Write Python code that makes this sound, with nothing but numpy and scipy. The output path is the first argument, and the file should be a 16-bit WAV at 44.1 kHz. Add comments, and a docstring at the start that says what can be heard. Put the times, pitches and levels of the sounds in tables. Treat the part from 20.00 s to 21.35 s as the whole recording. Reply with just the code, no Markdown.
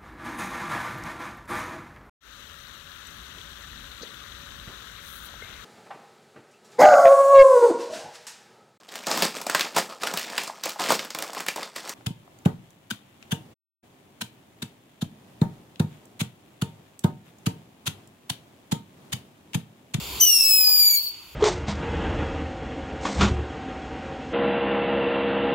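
"""Whistling firework fountain

A fountain's jet hisses and spits sparks on a street, a few metres from a phone, over a distant engine.
A whistle charge lights: pulsed burning makes a shrill, buzzy tone that sinks in pitch as the tube burns
longer and thins out at the end, thrown back by cars and house fronts. The hiss and street rumble sink
in level while it sounds, and one dull pop goes off further away."""
import sys
import numpy as np
from scipy import signal
from scipy.fft import rfft, irfft
from scipy.io import wavfile
from scipy.ndimage import uniform_filter1d, map_coordinates

SR = 44100
rng = np.random.default_rng(int(sys.argv[2]) if len(sys.argv) > 2 else 0)


def persist_wave(psi):
    """Save psi, clipped to +-1, as 16-bit WAV."""
    counts = np.round(np.clip(psi, -1, 1) * 32767).astype(np.int16)
    wavfile.write(sys.argv[1], SR, np.atleast_2d(counts).T)


N = 59535


def undb(db):
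    return 10 ** (np.asarray(db) / 20)


def unit(x):
    return x / np.sqrt(np.mean(x ** 2))


def band(x, hz, width_hz, order=1):
    """Band-pass around a centre."""
    low = np.sqrt(hz ** 2 + width_hz ** 2 / 4) - width_hz / 2
    edges = [low, min(low + width_hz, SR / 2.1)]
    return signal.sosfilt(signal.butter(order, edges, "band", fs=SR, output="sos"), x)


def wander(rate_hz):
    """Smoothed random sample-and-hold modulator, RMS 1."""
    hold = int(SR / rate_hz)
    held = rng.standard_normal(N)[np.arange(N) // hold]
    return unit(uniform_filter1d(uniform_filter1d(held, hold), hold))


def curve(rows, column=1):
    """A table column drawn across the spectrum on a log-frequency axis."""
    rows = np.array(rows)
    return np.interp(np.log(np.fft.rfftfreq(N, 1 / SR) + 1), np.log(rows[:, 0]), rows[:, column])


def street_reverb(x, t60_s):
    """The street scatters a sound into a diffuse tail, unrelated left and right."""
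    t = np.arange(SR) / SR
    tail = rng.standard_normal((2, SR)) * undb(-60 * t / t60_s) * np.clip(t / 0.0098, 0, 1)
    return signal.fftconvolve(x[None], tail / np.sqrt(np.sum(tail ** 2) / 2), axes=1)[:, :N]


def engine_drone():
    """A distant engine hums: a narrow band of low noise."""
    return undb(-26.5) * unit(band(rng.standard_normal(N), hz=65.4, width_hz=22))


def sparks(per_s=900):
    """Sparks spit as single clicks of random polarity and slightly uneven strength."""
    chance, polarity, strength = rng.random((3, N))
    return unit((chance < per_s / SR) * np.sign(polarity - .5) * undb(-np.log(strength + .02)))


# EQ of the jet and street rumble together: freq_hz, gain_db
HISS_EQ = [(18, -57), (30, -16), (64, -6), (194, -12), (259, -12), (394, -6.5), (473, -13), (512, -14),
           (632, -15), (962, -8), (1460, -13.5), (1720, -20.5), (2480, -5.5), (3670, -6), (3980, -13.5),
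           (4420, -4.5), (5900, -17), (7090, -7), (8520, -19.5), (11700, -10), (16000, -12.5)]
# Stereo image of the hiss, 0 wide to 1 mono: freq_hz, correlation
HISS_IMAGE = [(60, 0.35), (300, 1), (700, 0.43), (1500, 0.29), (4000, 0.39), (12000, 0)]
# Fader moves of the bed: time_s, level_db, treble_tilt_db_per_octave, drone_offset_db
BED_FADERS = [(0, -31, -1.5, 11.5), (0.191, -30, -2.5, 11.5), (0.221, -36.5, 3, 3), (.3, -38, 2, 10.5),
              (.5, -40, 4, 2), (.8, -40.5, 3, 10.5), (1.049, -44, 3.5, 4), (1.12, -44, -3.5, -2),
              (1.35, -45.5, -4, 13)]


def hiss_bed(t):
    """Jet noise and sparks in half-octave bands that swell together and flicker alone, over the drone."""
    colour = undb(curve(HISS_EQ))
    correlation = np.clip(curve(HISS_IMAGE), 0, 1)
    jet = undb(-4.96) * sparks() + rng.standard_normal(N)
    mid = rfft(jet) * colour * np.sqrt(1 + correlation)
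    side = rfft(rng.standard_normal(N)) * colour * np.sqrt(1 - correlation)
    stereo = np.array([mid + side, mid - side])
    rms = np.sqrt(np.mean(irfft(stereo[0], N) ** 2))
    time_s, level_db, tilt, drone_db = np.array(BED_FADERS).T
    bin_octave = np.log2(np.fft.rfftfreq(N, 1 / SR) + 1)
    swell_db = .7 * wander(5.16)
    hiss = 0
    for octave in np.arange(4, 14.5, .5):
        window = np.clip(1 - 2 * np.abs(bin_octave - octave), 0, 1)
        treble_db = np.clip(octave - 11.5, 0, 1.5) * np.interp(t, time_s, tilt)  # tilts from 2.9 to 8 kHz
        flicker_db = 1.3 * wander(12.5)
        gain = undb(np.interp(t, time_s, level_db) + treble_db + swell_db + flicker_db)
        hiss = hiss + gain * irfft(window * stereo, N)
    return hiss / rms + engine_drone() * undb(np.interp(t, time_s, level_db + drone_db))


# Cue for the far pop: start_s, level_db, pitch_hz
POP_CUES = [(.6765, -23.5, 856)]


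def distant_pop(t, t60_s=0.0047):
    """A short dull knock and its rumble along the street."""
    knock = 0
    for start_s, level_db, pitch_hz in POP_CUES:
        age = t - start_s
        envelope = (age > 0) * undb(level_db - 60 * np.clip(age, 0, 1) / t60_s)
        knock = knock + envelope * np.sin(2 * np.pi * pitch_hz * age)
    return knock + undb(6.5) * street_reverb(knock, t60_s=0.23)


# Early reflections: left_delay_s, right_delay_s, level_db, lowpass_hz
REFLECTIONS = [(.0008, 0.00062, -26.5, 11900), (.0056, .0052, -22.5, 9200), (.0093, .0098, -13, 9000),
               (.0182, 0.013, -10, 9000), (.033, 0.04, -11.5, 9100)]


def echoes(x):
    """Cars and house fronts throw the sound back, late and a little duller."""
    out = 0
    for left_s, right_s, level_db, lowpass_hz in REFLECTIONS:
        dull = signal.sosfilt(signal.butter(1, lowpass_hz, fs=SR, output="sos"), x)
        taps = [map_coordinates(dull, [np.arange(N) - s * SR], order=3) for s in (left_s, right_s)]
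        out = out + undb(level_db) * np.array(taps)
    return out


# EQ and panning at the phone's two ports: freq_hz, left_lead_rad, left_over_right_db, gain_db
PORT_RESPONSE = [(2300, -0.5, 4, -6.5), (2500, 0, -3, 0.5), (3140, 1.3, 1, 1.5), (4327, -2, 9, -1),
                 (4610, -2.5, 7, -1.5), (4910, -2.5, 2, 6), (5487, 0.05, 0.5, -3.5), (5690, 2.6, 5, -4.5),
                 (5766, 1.45, 2, 1.5), (7280, -0.9, 6.5, 5), (7860, -0.9, 5, 3), (8960, 2.53, -9, -4.5),
                 (9410, 0.4, -1.5, -1.5), (10750, 2, -2.5, 2.5), (11390, 2.5, 3.5, -0.5),
                 (11980, 1.43, 0, 5), (13270, 0.77, 2, -6.5), (15100, 1.9, 6, -1), (15960, 0.2, 7, -12.5)]


def phone_body(x):
    """The phone's body colours the direct sound and shifts its phase and level between the ports."""
    pan = undb(curve(PORT_RESPONSE, column=2) / 2) * np.exp(.5j * curve(PORT_RESPONSE, column=1))
    colour = undb(curve(PORT_RESPONSE, column=3))
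    return irfft(rfft(x) * colour * np.array([pan, 1 / pan]), N)


# EQ of the whistle's breath: freq_hz, gain_db
GAS_EQ = [(1500, -30), (3000, -35), (5000, -10), (6500, -46), (8500, -46), (11000, -16), (14000, -2),
          (16000, -10)]


def gas_rush():
    """Burning gas rushes out of the tube as bright noise."""
    return irfft(rfft(rng.standard_normal(N)) * undb(curve(GAS_EQ)), N)


# The whistle's falling glide: time_s, pitch_hz, level_db, odd_harmonics_db
WHISTLE_GLIDE = [(0.196, 2934, -53.5, -16), (.203, 2895, -23, -34), (0.2096, 2880, -19.5, -1),
                 (0.2075, 3165, -15.5, -8.5), (0.216, 3110, -15, -5), (0.218, 3050, -18, 4.5),
                 (.244, 2960, -17, 3.5), (0.246, 2960, -32, 19.5), (.2505, 3076, -14, 2),
                 (0.255, 2940, -26, 13.5), (0.271, 2900, -18, 3), (.33, 2781, -15.5, 0),
                 (0.398, 2692, -17, -3), (0.445, 2650, -16.5, 0), (0.4455, 2543, -32, 10),
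                 (0.449, 2651, -20.5, 5.5), (0.499, 2606, -18.5, 3), (.58, 2559, -22, 4.5),
                 (0.699, 2458, -22, 0), (0.812, 2378, -19.5, 1.5), (0.909, 2295, -19.5, 5),
                 (0.956, 2300, -25, 12.5), (0.974, 2204, -19.5, -7.5), (.98, 2250, -21.5, -19),
                 (1.0, 2225, -29, -21), (1.04, 2247, -26, -14), (1.078, 2203, -31, -24),
                 (1.08, 2270, -29.5, -18), (1.094, 2250, -31, -8), (1.101, 2240, -54.5, -34),
                 (1.11, 2238, -75, -19)]
# Balance of harmonics 1-7 from the moment it lights: gain_db, slope_db_per_s
WHISTLE_HARMONICS = [(-8.5, -17.5), (1.5, -0.5), (-13, -5.5), (-3, -12), (-3.5, -4.5), (7.5, -8), (-3, 6)]


def whistle(t):
    """Pulsed burning in the tube: a wobbling stack of harmonics, each fluttering, in rushing gas."""
    time_s, pitch_hz, level_db, odd_db = np.array(WHISTLE_GLIDE).T
    age = t - time_s[0]
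    pitch_hz, odd_db = np.interp(t, time_s, pitch_hz), np.interp(t, time_s, odd_db)
    wobble_hz, rasp_hz = 8.5 * wander(240), 9 * wander(700)
    phase = 2 * np.pi * np.cumsum(pitch_hz + wobble_hz + rasp_hz) / SR
    shared_flutter = wander(130)
    tone = 0
    for n, (gain_db, slope) in enumerate(WHISTLE_HARMONICS, start=1):
        depth = 0.2 if n == 1 else 1  # the fundamental is steadier
        flutter_db = depth * (1.116 * shared_flutter + 1.271 * wander(130))
        gain = undb(gain_db + slope * age + (n % 2) * odd_db + flutter_db)
        alias_free = n * pitch_hz < SR / 2.3
        tone = tone + gain * np.sin(n * phase) * alias_free
    # Strong and weak pulses alternate by fits: faint lines between the harmonics.
    unevenness = undb(-22 - 14 * age) * wander(500)
    tone = tone * (1 + unevenness * np.cos(phase / 2))
    gas = gas_rush() * undb(0.92 * shared_flutter + 0.23 * odd_db)
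    surge_db = .8 * wander(18)  # slower swells of the burn
    return (tone + gas) * undb(np.interp(t, time_s, level_db, left=-200, right=-200) + surge_db)


def scene():
    """The whistle up front with its echoes and bright tail, over the hiss and the pop."""
    t = np.arange(N) / SR
    shriek = whistle(t)
    reverb_send = undb(-7) * band(shriek, hz=4710, width_hz=3340, order=2)
    tail = street_reverb(reverb_send, t60_s=0.61)
    return hiss_bed(t) + distant_pop(t) + tail + echoes(shriek) + phone_body(shriek)


def record(dry, cutoff_hz=15750):
    """The phone cuts the top with a steep low-pass."""
    return signal.sosfilt(signal.ellip(12, .2, 88, cutoff_hz, fs=SR, output="sos"), dry)


dry = scene()
out = record(dry)
persist_wave(out)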